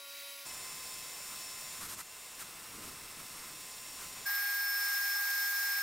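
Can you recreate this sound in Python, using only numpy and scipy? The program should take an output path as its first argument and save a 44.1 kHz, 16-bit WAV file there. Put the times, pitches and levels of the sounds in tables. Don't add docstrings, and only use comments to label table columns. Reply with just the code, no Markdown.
import sys
import numpy as np
from scipy import signal
from scipy.fft import rfft, irfft, next_fast_len
from scipy.io import wavfile

SR = 44100
rng = np.random.default_rng(int(sys.argv[2]) if len(sys.argv) > 2 else 0)


def int16_out(signal):
    q = np.round(np.clip(np.atleast_2d(signal).T, -1, 1) * 32767)
    wavfile.write(sys.argv[1], SR, q.astype(np.int16))


N = 256662
CLOSE_CUT_S, TUBE_CUT_S, CROSSFADE_S = .457, 4.26, .015

# f/Hz, level/dB per Hz
PLATE_HISS = [(1800, -108), (3300, -88), (4000, -87), (5100, -89), (6000, -88.5), (6800, -90.5),
              (8100, -84.5), (9500, -87), (11200, -91), (13500, -91), (15500, -93)]
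PLATE_ROAR = [(150, -108), (450, -90), (800, -88), (1200, -86.5), (1700, -88.5), (2300, -87), (2900, -93.5),
              (4000, -104)]
EDGE_SPRAY = [(600, -104), (1300, -94), (3000, -94), (6500, -91), (9000, -88), (10300, -92.5),
              (11500, -90.5), (13000, -90), (15500, -102)]
HOLE_ROAR = [(300, -100), (800, -90), (1050, -81.5), (1300, -79), (1700, -87), (2200, -86), (3200, -97),
             (6000, -106)]
TUBE_GRIT = [(250, -135), (2000, -104), (3500, -87.5), (5500, -81.5), (7000, -84.5), (8200, -84),
             (9600, -95), (10500, -82.5), (12000, -88.5), (15500, -83)]
TUBE_RUSH = [(30, -131), (100, -125), (250, -112), (480, -104), (660, -93), (800, -82.5), (1000, -83),
             (1500, -83.5), (1950, -76.5), (2400, -80), (3050, -89), (3800, -84), (7000, -89),
             (15500, -87.5)]
FAR_HISS = [(30, -111), (200, -112), (450, -108), (850, -104), (1100, -100), (1550, -96), (2000, -86.5),
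            (2700, -88), (3300, -91.5), (4600, -87), (6200, -94), (9500, -93.5), (12000, -93), (15500, -91)]
BUFFET = [(12, -88.5), (30, -91.5), (150, -88.5), (300, -90.5), (500, -95), (1000, -112)]
# f/Hz, width/Hz, gain/dB
PLATE_RINGS = [(2970, 170, 1.5), (3550, 45, 5), (5290, 650, 4.5), (6870, 270, 1), (7640, 200, 4.5),
               (15190, 80, 9)]
TUBE_RINGS = [(820, 70, 4), (1020, 45, -6), (1150, 70, 4), (1275, 90, 6), (2330, 70, 3), (3060, 100, -3),
              (4310, 70, 4), (5500, 150, 3), (6060, 200, 4), (6560, 50, 6), (6920, 50, 5), (7635, 50, 7),
              (8156, 60, 6), (10400, 70, 5), (10620, 80, 5), (11220, 120, 5), (11880, 50, 5),
              (12510, 120, 10), (15000, 100, 6)]
# f/Hz, side over mid/dB
PLATE_WIDTH = [(2400, -60), (4400, -59), (15000, -43)]
TUBE_WIDTH = [(400, -20), (1300, -16), (2400, -6), (4400, -1), (8000, -3.5), (15000, 3)]

# t/s, gain/dB
CLOSE_RIDE = [(.46, 0.35), (1.15, -0.26), (1.78, 0), (1.87, -5.5), (2.04, -6), (2.12, -4.5), (3.2, -3),
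              (3.95, -1.5), (4.26, -1.5)]
# t/s, jet gain/dB, nozzle whistle gain/dB
FAR_RIDE = [(0, 1, 2), (.15, -1, 2), (.29, 2, 4), (.37, 2, -1), (.45, -2, -7)]
# start/s, end/s, spray gain/dB, roar gain/dB, gust gain/dB
EDGES = [(1.29, 1.352, -3, -6.5, -23), (1.801, 1.871, 3.5, 0, 5), (1.881, 1.949, 4, -0.5, -5),
         (1.977, 2.018, 4, 1.5, -15), (2.392, 2.434, 4, -0.5, -1), (2.457, 3.166, -24, -9, -7.5),
         (2.73, 2.804, -12, -21, -2), (2.82, 2.9, -1.5, -13, 3), (3.191, 3.206, 2, -1, 4),
         (3.309, 3.498, -6.5, -6, -7), (3.986, 4.058, -2, -3, -3), (4.157, 4.193, -2, -4, -8)]

# t/s, level/dB
NOZZLE_LEVEL = [(.46, -54), (1.15, -55.5), (1.79, -54), (1.87, -63), (2.25, -59.5), (2.6, -67), (3.15, -67),
                (3.6, -59.5), (4.26, -56.5)]
# t/s, f/Hz
GAP_PITCH = [(0.47, 5430), (0.55, 5356), (0.7, 5370), (1.22, 5416), (1.33, 5464), (1.5, 5380), (1.66, 5491),
             (1.8, 5437), (2.12, 5460), (2.6, 5496), (2.75, 5620), (2.95, 5399), (3.2, 5512), (3.92, 5505),
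             (4.09, 5600), (4.22, 5490)]
# ratio to that pitch, level/dB, roughness 0-1
GAP_MODES = [(.499, -65.5, .25), (1.191, -68, .3), (1.505, -67, .5)]
# f/Hz, level/dB, roughness 0-1
CLOSE_TONES = [(1760, -71, .4), (10600, -71, .3), (14238, -64, .25)]
FAR_TONES = [(385, -82, .1), (470, -85, .3), (678, -76, .1), (958, -72, .1), (7738, -68.5, .15),
             (10505, -62, .1), (10945, -68, .8), (12710, -65.5, .2)]
FAR_NOZZLE = [(3871, -59, 0)]
# settled f/Hz, base level/dB, roughness 0-1, left over right/dB
TUBE_TONES = [(404, -81, .1, 0), (808, -67, .4, 0), (3232, -67, .2, 0), (4393, -57, .1, -4),
              (4850, -66, .1, 0), (8534, -54, .08, 0), (8786, -62, .1, 0), (12222, -48.5, .06, -.5),
              (12858, -55, .3, 3), (13184, -49, .06, 3), (13208, -56, .5, 3), (13837, -47, .05, -3),
              (13863, -55.5, .5, -3), (14530, -63, .2, 0), (14826, -62, .2, 0), (15453, -49, .08, 6)]
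SCREECH = [(5303, -44, .04, 2.6)]
# t/s, half-length/s, depth/dB
SCREECH_BREAKS = [(5.004, .022, -14), (5.232, 0.055, -5.5), (5.512, 0.044, -13), (5.7, 0.023, -7)]

# multiple of the turning rate, level/dB
CLOSE_HARMONICS = [(2, -61), (4, -62.5), (5, -61), (7, -72), (9, -68.5), (11, -67), (12, -71), (14, -62.5),
                   (17, -61), (19, -66), (20, -67), (21, -68), (22, -72), (25, -73)]
FAR_HARMONICS = [(1, -78.5), (2, -62), (3, -81), (4, -64.5), (5, -63.5), (6, -76), (9, -64), (11, -66.5),
                 (14, -68), (17, -63), (19, -70), (20, -68), (21, -79), (22, -67.5), (24, -70)]


def close_plate():
    jet_db, = in_time(CLOSE_RIDE)
    gap = gap_whistle(jet_db)
    hiss = turbulence(PLATE_HISS, PLATE_WIDTH, PLATE_RINGS, flutter_db=.3, grit=.25, reflection=.09)
    roar = turbulence(PLATE_ROAR, PLATE_WIDTH, PLATE_RINGS, flutter_db=.56)
    tones = whistles(CLOSE_TONES, scatter_hz=38)
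    turn_hz = 517.1 * (1 + .0001 * drift(1.28))
    whine = from_db(1.48 * jet_db) * motor(turn_hz, CLOSE_HARMONICS, rough=.025, scatter_hz=20)
    jet = from_db(jet_db) * (hiss + tones) + from_db(.73 * jet_db) * roar
    return jet + edge_bursts() + gap + nozzle_whistle() + whine_flare() + spent_air(jet_db) + whine


def tube():
    start_hz, settled_hz = 1619.3, 1615.8
    whistle_hz = start_hz + (settled_hz - start_hz) * ramp(4.93, .36)
    pitch = whistle_hz / settled_hz * (1 + .0001 * drift(21))
    rush = turbulence(TUBE_RUSH, TUBE_WIDTH, TUBE_RINGS, flutter_db=.42, reflection=.1)
    grit = turbulence(TUBE_GRIT, TUBE_WIDTH, TUBE_RINGS, flutter_db=1.5, grit=.37, reflection=.18)
    grit_db = -8 + 5.5 * ramp(4.81, .04)
    whistle = tone(settled_hz * pitch, db=-35.5, rough=.0018, scatter_hz=25, left_lag_rad=.26)
    tones = panned_whistles(TUBE_TONES, pitch, scatter_hz=22)
    return whistle + screech(pitch) + tones + from_db(grit_db) * grit + rush


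def far_plate():
    jet_db, nozzle_db = in_time(FAR_RIDE)
    hiss = turbulence(FAR_HISS, PLATE_WIDTH, flutter_db=-1.5, grit=.11, reflection=.23)
    tones = whistles(FAR_TONES, scatter_hz=18)
    nozzle = from_db(nozzle_db) * whistles(FAR_NOZZLE, scatter_hz=17)
    whine = motor(turn_hz=281.2, harmonics=FAR_HARMONICS, rough=.096, scatter_hz=18)
    return from_db(jet_db) * (hiss + tones) + nozzle + whine


def edge_bursts():
    spray_gain, roar_gain = np.zeros((2, N))
    for start, end, spray_db, roar_db, _ in EDGES:
        on_edge = ramp(start, .027) * (1 - ramp(end, .018))
        spray_gain += from_db(spray_db) * on_edge
        roar_gain += from_db(roar_db) * on_edge
    spray = spray_gain * turbulence(EDGE_SPRAY, PLATE_WIDTH, flutter_db=.7, grit=.15)
    roar = roar_gain * turbulence(HOLE_ROAR, PLATE_WIDTH, flutter_db=.25)
    return spray + roar


def screech(pitch):
    weak_db = -3.5 * (1 - ramp(4.57, .077))
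    breaks_db = sum(depth_db * np.maximum(1 - np.abs(seconds() - at_s) / half_s, 0)
                    for at_s, half_s, depth_db in SCREECH_BREAKS)
    flutter_db = drift(21)
    return from_db(weak_db + breaks_db + flutter_db) * panned_whistles(SCREECH, pitch, scatter_hz=25)


def gap_whistle(jet_db):
    hz = in_time(GAP_PITCH)[0] + 5 * drift(3.9)
    db = -56.5 + 1.7 * jet_db + .9 * drift(2.8)
    return tone(hz, db, rough=.04, scatter_hz=28) + whistles(GAP_MODES, scatter_hz=28.2, pitch=hz)


def nozzle_whistle():
    db, = in_time(NOZZLE_LEVEL)
    hz = 7124 - 6.5 * (seconds() - CLOSE_CUT_S)
    return tone(hz, db, rough=.017, scatter_hz=22)


def whine_flare():
    swell = ramp(.49, .068) * (1 - ramp(.55, .068))
    return swell * tone(hz=2588, db=-56, rough=.1, scatter_hz=20)


def spent_air(jet_db):
    rise_s, linger_s, fall_s = .05, .025, .087
    draught = from_db(-.5 + .7 * jet_db)
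    gusts = sum(from_db(gust_db) * ramp(start, rise_s) * (1 - ramp(end + linger_s, fall_s))
                for start, end, _, _, gust_db in EDGES)
    return (draught + gusts) * turbulence(BUFFET, PLATE_WIDTH, flutter_db=1.1)


def motor(turn_hz, harmonics, rough, scatter_hz):
    return sum(tone(multiple * turn_hz, db, rough, scatter_hz) for multiple, db in harmonics)


def cabinet(hz, reflection):
    delays_s = rng.uniform(.002, .016, size=6)
    comb = np.abs(1 + reflection * np.exp(-2j * np.pi * np.outer(delays_s, hz)).sum(axis=0))
    return comb / np.sqrt(np.mean(comb ** 2))


def turbulence(spectrum, width, rings=(), flutter_db=0., grit=0., reflection=0.):
    hz = np.arange(1, SR / 2, 4)
    gain = from_db(at_hz(spectrum, hz)) * cabinet(hz, reflection) * np.sqrt(SR / 2)
    for centre_hz, width_hz, db in rings:
        bell = 1 / (1 + (2 * (hz - centre_hz) / width_hz) ** 2) ** 2
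        gain *= np.sqrt(1 + (from_db(db) ** 2 - 1) * bell)
    grains = (rng.random(N) < 2500 / SR) * rng.standard_normal(N)
    air, side_air = rng.standard_normal((2, N))
    gritty_air = np.sqrt(1 - grit) * air + np.sqrt(grit) * grains / np.std(grains)
    size = next_fast_len(N)
    bins = np.fft.rfftfreq(size, 1 / SR)
    mid = rfft(gritty_air, size) * np.interp(bins, hz, gain)
    side = rfft(side_air, size) * np.interp(bins, hz, gain * from_db(at_hz(width, hz)))
    return irfft([mid + side, mid - side], size)[:, :N] * from_db(flutter_db * drift(4.5))


def whistles(rows, scatter_hz, pitch=1):
    return sum(tone(hz * pitch, db, rough, scatter_hz) for hz, db, rough in rows)


def panned_whistles(rows, pitch, scatter_hz):
    return sum(tone(hz * pitch, db, rough, scatter_hz) * from_db([[pan_db / 2], [-pan_db / 2]])
               for hz, db, rough, pan_db in rows)


def tone(hz, db, rough, scatter_hz, left_lag_rad=None):
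    cycles = np.cumsum(hz * np.ones(N)) / SR + rng.random()
    phase = 2 * np.pi * (cycles % 1)
    if left_lag_rad is not None:
        phase = np.array([phase - left_lag_rad, phase])
    in_phase = np.sqrt(2 * (1 - rough)) + np.sqrt(rough) * drift(scatter_hz)
    quadrature = np.sqrt(rough) * drift(scatter_hz)
    return from_db(db) * (in_phase * np.cos(phase) + quadrature * np.sin(phase))


def drift(rate_hz):
    hop, run_in = 40, 2000
    pole = np.exp(-2 * np.pi * hop * rate_hz / SR)
    noise = rng.standard_normal(N // hop + run_in + 2)
    slow = signal.lfilter([1], [1, -2 * pole, pole * pole], noise)[run_in:]
    return np.interp(np.arange(N) / hop, np.arange(len(slow)), slow / np.std(slow))


def ramp(at_s, length_s):
    return np.clip((seconds() - at_s) / length_s + .5, 0, 1)


def in_time(rows):
    times, *columns = np.transpose(rows)
    return [np.interp(seconds(), times, column) for column in columns]


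def at_hz(points, hz):
    f, value = np.transpose(points)
    return np.interp(np.log(hz), np.log(f), value)


def from_db(db):
    return 10 ** (np.asarray(db) / 20)


def seconds():
    return np.arange(N) / SR


def scene():
    to_close, to_tube = ramp(CLOSE_CUT_S, CROSSFADE_S), ramp(TUBE_CUT_S, CROSSFADE_S)
    far = np.sqrt(1 - to_close) * far_plate()
    close = np.sqrt(to_close * (1 - to_tube)) * close_plate()
    return far + close + to_tube * tube()


def record(dry):
    cutoff_hz = 15750
    return signal.sosfilt(signal.ellip(12, .1, 80, cutoff_hz, fs=SR, output="sos"), dry)


dry = scene()
out = record(dry)
int16_out(out)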